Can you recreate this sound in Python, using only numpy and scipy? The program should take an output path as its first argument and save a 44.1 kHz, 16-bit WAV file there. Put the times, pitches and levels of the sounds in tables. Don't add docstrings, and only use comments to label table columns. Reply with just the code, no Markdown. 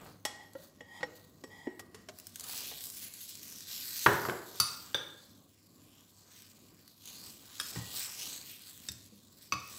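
import sys
import numpy as np
from scipy import signal
from scipy.fft import rfft, irfft, next_fast_len
from scipy.io import wavfile
from scipy.ndimage import map_coordinates

SR = 44100
rng = np.random.default_rng(int(sys.argv[2]) if len(sys.argv) > 2 else 0)


def transcribe(signal):
    frames = np.atleast_2d(signal).T
    limited = np.clip(frames, -1, 1)
    pcm = np.round(limited * 32767).astype(np.int16)
    wavfile.write(sys.argv[1], SR, pcm)


N = 431298
CLOCK = np.arange(N) / SR
T = np.arange(SR // 2) / SR


def amp(db):
    return 10 ** (np.asarray(db) / 20)


def unit(x):
    return x / np.sqrt(np.mean(x ** 2) + 1e-20)


def along(points, hz):
    point_hz, values = np.transpose(points)
    return np.interp(np.log(hz + 1), np.log(point_hz), values)


def filtered(x, response):
    size = next_fast_len(len(x) + SR // 4)
    spectrum = rfft(x, size) * response(np.fft.rfftfreq(size, 1 / SR))
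    return irfft(spectrum, size)[:len(x)]


def coloured(x, spectrum):
    return unit(filtered(x, lambda hz: amp(along(spectrum, hz))))


def wobble(rate):
    knots = rng.standard_normal(int(N * rate / SR) + 4)
    return map_coordinates(knots, [CLOCK * rate])


def fade(t60, t=T):
    return 1000 ** (-t / t60)


def burst(spectrum, t60):
    decay = fade(t60)
    noise = coloured(rng.standard_normal(len(T)), spectrum)
    return unit(noise * decay) * np.sqrt(np.mean(decay ** 2))


def ring(modes, scatter_db):
    total = 0
    for hz, db, t60 in modes:
        strength = amp(db + scatter_db * rng.normal()) * rng.choice([-1, 1])
        total = total + strength * np.sin(2 * np.pi * hz * T) * fade(t60)
    return total


def add(track, s, sound):
    part = track[round(s * SR):][:len(sound)]
    part += sound[:len(part)]


def in_kitchen(x, wet_db, near_db=-8, near_t60=0.038):
    # freq_hz, t60_s
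    kitchen_t60 = [(100, 0.41), (400, 0.84), (1500, 0.67), (4000, 0.54), (8000, .42), (15000, 0.15)]
    hz, t, z = signal.stft(rng.standard_normal(SR), SR, nperseg=256)
    decay = fade(along(kitchen_t60, hz)[:, None], t)
    tail = signal.istft(z * decay, SR, nperseg=256)[1]
    near = rng.standard_normal(len(T)) * fade(near_t60) * (T > .002)
    echo = amp(wet_db) * tail / np.linalg.norm(tail)
    add(echo, 0, amp(near_db) * near / np.linalg.norm(near))
    echo[0] = 1
    return signal.fftconvolve(x, echo)


def gesture(s, attack, hold, release):
    before = np.maximum(s - CLOCK, 0) / attack
    after = np.maximum(CLOCK - s - hold, 0) / release
    return 10 ** -np.minimum(before + after, 10)


def background(air_db=-64, hum_db=-71, hum_hz=100):
    # freq_hz, level_db
    air_spectrum = [(15, -59), (25, -29.5), (102, -1), (124, -9.5), (146, -4.5), (240, -3.5), (277, -3),
                    (421, -14), (681, -18.5), (832, -27), (1100, -17.5), (1350, -31), (3000, -42),
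                    (3900, -69.5), (6600, -120)]
    air = coloured(rng.standard_normal(N), air_spectrum)
    hum = np.sin(2 * np.pi * hum_hz * CLOCK)
    air_gain = amp(air_db + 2.4 * wobble(rate=5.2))
    hum_gain = amp(hum_db + 1.3 * wobble(rate=6.7))
    return air_gain * air + hum_gain * hum


def swish(width_hz=1200):
    # time_s, level_db, centre_hz
    swish_path = [(3.66, -61, 12100), (3.7, -49, 12400), (3.94, -43.5, 13900), (4.1, -48.5, 14200),
                  (4.26, -49, 12190), (4.4, -59, 11220)]
    path_s, path_db, path_hz = np.transpose(swish_path)
    db = np.interp(CLOCK, path_s, path_db)
    hz = np.interp(CLOCK, path_s, path_hz)
    hiss = unit(filtered(rng.standard_normal(N), lambda f: np.exp(-(f / width_hz) ** 2)))
    moving = (CLOCK > path_s[0]) & (CLOCK < path_s[-1])
    return moving * amp(db) * hiss * np.sin(2 * np.pi * np.cumsum(hz) / SR)


def friction_levels():
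    # full_speed_s, attack_s, hold_s, release_s, level_db, fizz_relative_db, slide_relative_db
    arm_moves = [(.005, .05, 0.018, 0.18, -72, -6, 15.5), (2.19, 0.15, 0.07, 0.31, -64.5, -3, -4),
                 (2.52, .25, 0.17, 0.27, -45.5, 1.5, -13), (2.82, .08, 0.033, 0.18, -52.5, 5, -14),
                 (2.97, 0.17, 0.081, 0.12, -49, 3.5, -21.5), (3.17, 0.15, 0.37, .3, -52, 1, -21),
                 (3.71, .1, 0.077, .3, -46, -2, -22), (3.91, 0.21, 0.25, .28, -45, 0.5, -24.5),
                 (4.56, 0.56, 0.18, 0.65, -53, -0.5, -9.5), (5.75, 0.32, 1.02, 0.65, -70.5, -1.5, -9),
                 (6.33, .3, 0.13, 0.3, -62, -4, -14), (7.08, 0.15, 0.2, 0.46, -55.5, -0.5, -14),
                 (7.64, 0.27, 0.12, 0.27, -48, -1, -12), (7.96, 0.16, 0.042, 0.34, -42.5, 0, -12),
                 (8.22, 0.14, 0.048, 0.23, -42.5, -1.5, -14), (8.48, .3, 0.21, 0.63, -55.5, 0.5, -22),
                 (9.38, .6, .06, .4, -64.5, 0.5, -17), (9.72, 0.28, .06, .3, -54, 0.5, -13)]
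    # full_speed_s, level_db, thud_relative_db
    oat_falls = [(.06, -63, 2.5), (.625, -61.5, -5), (1.16, -68, -10), (1.26, -73.5, -24)]
    attack_s, hold_s, release_s, fall_fizz_db = 0.094, 0.015, 0.11, 2
    falls = [(s, attack_s, hold_s, release_s, db, fall_fizz_db, thud_db) for s, db, thud_db in oat_falls]
    rest_db = [[-74.5], [-73.5], [-83]]
    power = amp(rest_db) ** 2 * np.ones(N)
    for s, attack, hold, release, db, fizz_db, slide_db in list(arm_moves) + falls:
        speed = gesture(s, attack, hold, release)
        power += (amp([[db], [db + fizz_db], [db + slide_db]]) * speed) ** 2
    uneven_db, uneven_per_s = 1.2, 14
    return np.sqrt(power) * amp(uneven_db * wobble(rate=uneven_per_s))


def grains(spectrum, clumps, rate, spread_db, clump_db):
    hits = rng.random(N) < rate / SR
    slips = hits * rng.standard_normal(N) * amp(spread_db * rng.standard_normal(N))
    return coloured(slips * amp(clump_db * clumps), spectrum)


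def patchy(x, depth_db, rate=9, band_hz=900):
    hz, t, z = signal.stft(x, SR, nperseg=256)
    knots = rng.standard_normal((64, 256))
    places = np.meshgrid(hz / band_hz, t * rate, indexing="ij")
    field = map_coordinates(knots, places, mode="mirror")
    return signal.istft(z * amp(depth_db * field), SR, nperseg=256)[1][:N]


def rustle(rub_db=0, fizz_db=-1, slide_db=0, crackle_db=-9, tick_db=-8):
    # freq_hz, level_db
    fabric_spectrum = [(350, -35.5), (900, -21), (1400, -9.5), (2100, -5.5), (3300, -1), (4300, 3.5),
                       (5700, 0), (8100, 1), (9100, -7), (11000, -21), (14000, -45.5)]
    fizz_spectrum = [(7000, -39.5), (9300, -12), (10500, -5.5), (14500, -2.5), (16000, -6)]
    slide_spectrum = [(200, 3), (550, 1), (1200, 1), (1700, -3), (2500, -8.5), (4000, -17.5), (8000, -38.5)]
    tick_spectrum = [(500, -28), (2000, -10), (4500, -7), (8000, -1), (9500, -7.5), (15000, -5.5)]
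    # start_s, level_db (before tick_db)
    tick_rows = [(.534, -39), (2.187, -30.5), (2.199, -30), (2.269, -25), (2.358, -21), (2.397, -23),
                 (2.408, -25.5), (2.441, -25), (3.138, -26), (3.606, -29.5), (6.878, -36.5), (7.056, -29),
                 (7.075, -31), (8.918, -27)]
    rubbing, fizzing, sliding = friction_levels()
    clumps = wobble(rate=50) + wobble(rate=280)
    rub = grains(fabric_spectrum, clumps, rate=5000, spread_db=0.5, clump_db=1.12)
    fizz = grains(fizz_spectrum, clumps, rate=7200, spread_db=4.0, clump_db=1.5)
    slide = grains(slide_spectrum, clumps, rate=3000, spread_db=2.5, clump_db=-1.5)
    crackle = grains(tick_spectrum, clumps, rate=37, spread_db=2, clump_db=-0.5)
    out = rubbing * amp(rub_db) * rub
    out += fizzing * amp(fizz_db) * fizz
    out += sliding * amp(slide_db) * slide
    out += fizzing * amp(crackle_db) * crackle
    for s, db in tick_rows:
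        hz = 4700 * np.exp(0.095 * rng.normal())
        flake = ring([(hz, -9, .011), (hz * 1.55, -8, .009)], scatter_db=2)
        tick = (burst(tick_spectrum, t60=0.012) + flake) * (1 - fade(0.0018))
        add(out, s, amp(db + tick_db) * tick)
    return in_kitchen(patchy(out, depth_db=2.5), wet_db=-13.5, near_db=-10)[:N]


def bumps():
    # start_s, level_db, pitch_hz
    bump_rows = [(4.599, -42.5, 129), (4.946, -44, 152), (7.767, -34, 116), (7.8, -47, 66),
                 (8.89, -42.5, 117.6), (9.12, -52, 201), (9.525, -38, 123.5)]
    out = np.zeros(N)
    for s, db, hz in bump_rows:
        modes = [(hz * .66, -7, .25), (hz, 0, .2), (hz * 1.55, -7, .14), (hz * 2.45, -9, .12)]
        body = ring(modes, scatter_db=1) * (1 - fade(0.033))
        add(out, s, in_kitchen(amp(db) * body, wet_db=-5.5))
    return out


def bowl_landing():
    # start_s, slap_db, counter_thud_db, room_db
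    landing_rows = [(4.062, -12.5, -26.5, -3.5), (4.0642, -11.5, -28, -8.5), (4.068, -13.5, -37.5, -11.5),
                    (4.252, -25.5, -39, -4.5), (4.286, -30, -34, -7), (4.297, -25, -37.5, -8)]
    # freq_hz, level_db
    plastic_spectrum = [(150, -25.5), (500, -6.5), (800, -7.5), (1030, 11.5), (1200, 2), (1320, -1.5),
                        (1530, 7.5), (2150, -7.5), (2500, -14), (3200, -11), (5000, -23), (9000, -45)]
    counter_spectrum = [(30, -48), (75, -14), (115, 4), (170, -3.5), (240, -1.5), (310, -6), (385, 4.5),
                        (470, -1), (900, -6.5), (2000, -31.5)]
    out = np.zeros(N)
    for s, db, thud_db, room_db in landing_rows:
        slap = amp(db) * burst(plastic_spectrum, t60=0.018)
        thud = amp(thud_db) * burst(counter_spectrum, t60=0.21)
        add(out, s, in_kitchen(slap + thud, wet_db=room_db, near_db=-18))
    return out


def clinks(crowd_db=-5, crowd_width=.03):
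    # start_s, ring_db, clack_db, clack_brightness_hz, rebound_delay_s, rebound_relative_db,
    # ring_time_share_left_by_grip, room_db
    clink_rows = [(4.6003, -14, -21, 16600, 0.0074, -6.5, 0.52, -4.5),
                  (4.9449, -19.5, -32.5, 1180, .004, 4, 0.74, -4.5),
                  (7.5994, -25.5, -32, 8950, 0.012, -3, 0.35, -7.5),
                  (8.8865, -30.5, -34, 10900, .003, -7, 0.35, -9.5),
                  (9.5227, -20.5, -26.5, 4460, 0.013, -6, 0.54, -7.5)]
    # freq_hz, free_t60_s, then level_db for each of the five clinks
    steel_modes = [(1106, 0.11, -19, -43, -31, -47, -5), (1214, 0.046, -13, -34, -7.5, -36, -8),
                   (1404, 0.076, -15.5, -36.5, -13, -35, -16), (1630, 0.024, -47, -9, 3.5, -36, -19),
                   (2297, 0.018, -21, -17, -21, -22, -5.5), (2580, 0.14, -22, -38, -20, -17, -11.5),
                   (3360, 0.065, -26.5, -16, -4, -21, -15), (3544, 0.084, -27.5, -1.5, -20, -7, -27),
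                   (3700, 0.096, -16.5, -27, -7, -3.5, -21), (4614, 0.018, 3, -33, -12, 0, -7),
                   (4708, 0.14, -6.5, -26.5, -17, -6, -11.5), (5200, 0.059, -10, -32, 0, -2, -19),
                   (5590, 0.11, -21.5, -29, -12, -7, -26), (6036, 0.077, -11.5, -20, -27, -3, -9.5),
                   (7690, 0.022, -17.5, -47, -1, 6, -25), (9560, 0.075, -12, -72, -6.5, -25, -47),
                   (10406, 0.083, -8.5, -53.5, -24, -28, -40), (13460, 0.064, -14, -44, -13, -22, -24)]
    out = np.zeros(N)
    hz, t60, *places = np.transpose(steel_modes)
    for row, strengths in zip(clink_rows, places):
        s, ring_db, clack_db, bright_hz, delay, rebound_db, free, room_db = row
        colour = [(200, -8), (bright_hz / 2, 0), (bright_hz, -4), (bright_hz * 3, -22)]

        def clusters(f):
            bands = [amp(db) ** 2 / c / (1 + ((f / c - 1) / crowd_width) ** 4) for c, db in zip(hz, strengths)]
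            return np.sqrt(sum(bands))

        crowd = unit(filtered(rng.standard_normal(len(T)), clusters)) * fade(0.043 * free)
        clear = ring(zip(hz, strengths, t60 * free), scatter_db=0)
        blow = amp(ring_db) * (clear + amp(crowd_db) * crowd)
        blow += amp(clack_db) * burst(colour, t60=0.017)
        add(blow, delay, amp(clack_db + rebound_db) * burst(colour, t60=0.019))
        blow *= 1 - fade(.003)
        add(out, s, in_kitchen(blow, wet_db=room_db, near_db=-12))
    return out


def spoon_drags(waver_hz=14):
    # full_speed_s, attack_s, hold_s, release_s, level_db
    stroke_rows = [(0.403, .05, 0.022, 0.09, -55), (0.961, 0.15, 0.036, 0.044, -50.5),
                   (1.514, 0.039, 0.15, 0.052, -55.5)]
    # freq_hz, width_hz, level_db
    squeal_modes = [(846, 140, 0.5), (1890, 28, 12.5), (3180, 200, -6), (4780, 260, -12), (6600, 400, -17)]
    rest_hz, bend_hz = 1857, 69.7

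    def resonances(f):
        return sum(amp(db) * 1j * f * w / (c * c - f * f + 1j * f * w) for c, w, db in squeal_modes)

    out = np.zeros(N)
    for s, attack, hold, release, db in stroke_rows:
        speed = gesture(s, attack, hold, release)
        hz = rest_hz + bend_hz * speed + waver_hz * wobble(rate=45)
        sound = unit(filtered(rng.standard_normal(N), resonances))
        position = np.cumsum(hz / squeal_modes[1][0])
        out += speed * amp(db) * np.interp(position, np.arange(N), sound)
    return out


def spoon_taps():
    # start_s, spoon_ring_db, bowl_knock_db, bowl_pitch_hz, crack_db, contact_brightness_hz, room_db
    tap_rows = [(.251, -21.5, -37.5, 618, -26.5, 11500, -8.5), (.552, -48, -38, 542, -53, 2500, -10),
                (0.807, -39.5, -48, 483, -52, 5000, -10), (1.007, -50, -41.5, 326, -43, 4000, 0),
                (1.03, -21, -33, 498, -29, 2900, -19), (1.438, -38, -40.5, 437, -46.5, 10200, -14),
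                (1.671, -37, -30.5, 360, -48, 2690, -3), (1.794, -39.5, -45.5, 1203, -40.5, 14000, -18),
                (1.945, -50, -45.5, 426, -45, 12740, -5), (2.087, -49, -43, 620, -38.5, 7400, -19),
                (2.715, -48, -44, 696, -44, 3000, -15), (7.759, -45, -43, 302, -40, 5000, 2)]
    # freq_hz, level_db, t60_s
    spoon_modes = [(829, -15, .1), (1900, -4, .07), (2185, -16, .025), (2936, -20, .05), (3300, -15, .05),
                   (5470, -19, .14), (6998, -14, .04), (7870, -18, .06), (10020, -26, .12),
                   (11765, -20, .05), (15100, -26, .1)]
    crack_spectrum = [(200, -7.5), (900, 0), (3500, -4.5), (7500, -2.5), (9000, -8.5), (15000, -8)]  # Hz, dB
    out = np.zeros(N)
    for s, ring_db, knock_db, hz, crack_db, bright_hz, room_db in tap_rows:
        wall_modes = [(hz * .64, -10, .06), (hz, -1, .05), (hz * 1.17, -7, .04),
                      (hz * 1.7, -11, .02), (hz * 2.6, -11, .02)]
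        wall = ring(wall_modes, scatter_db=1) * (1 - fade(0.0016))
        crack = burst(crack_spectrum, t60=0.052)
        contact = signal.butter(2, min(bright_hz, SR * .45), fs=SR)
        strike = amp(ring_db) * ring(spoon_modes, scatter_db=2.5) + amp(crack_db) * crack
        metal = signal.lfilter(*contact, strike) * (1 - fade(0.003))
        add(out, s, in_kitchen(metal, wet_db=room_db, near_db=-13.5))
        add(out, s, in_kitchen(amp(knock_db) * wall, wet_db=-8.5, near_db=0.0))
    return out


def scene():
    surroundings = background() + swish() + rustle()
    contacts = bumps() + bowl_landing() + clinks()
    spoon = spoon_drags() + spoon_taps()
    return (surroundings + contacts + spoon)[None]


def record(dry):
    top_hz, slope_hz = 15750, 400
    thinned = signal.lfilter(*signal.butter(2, 45, "high", fs=SR), dry)

    def band_limit(hz):
        return np.clip((top_hz - hz) / slope_hz + .5, 0, 1)

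    return np.array([filtered(channel, band_limit) for channel in thinned])


dry = scene()
out = record(dry)
transcribe(out)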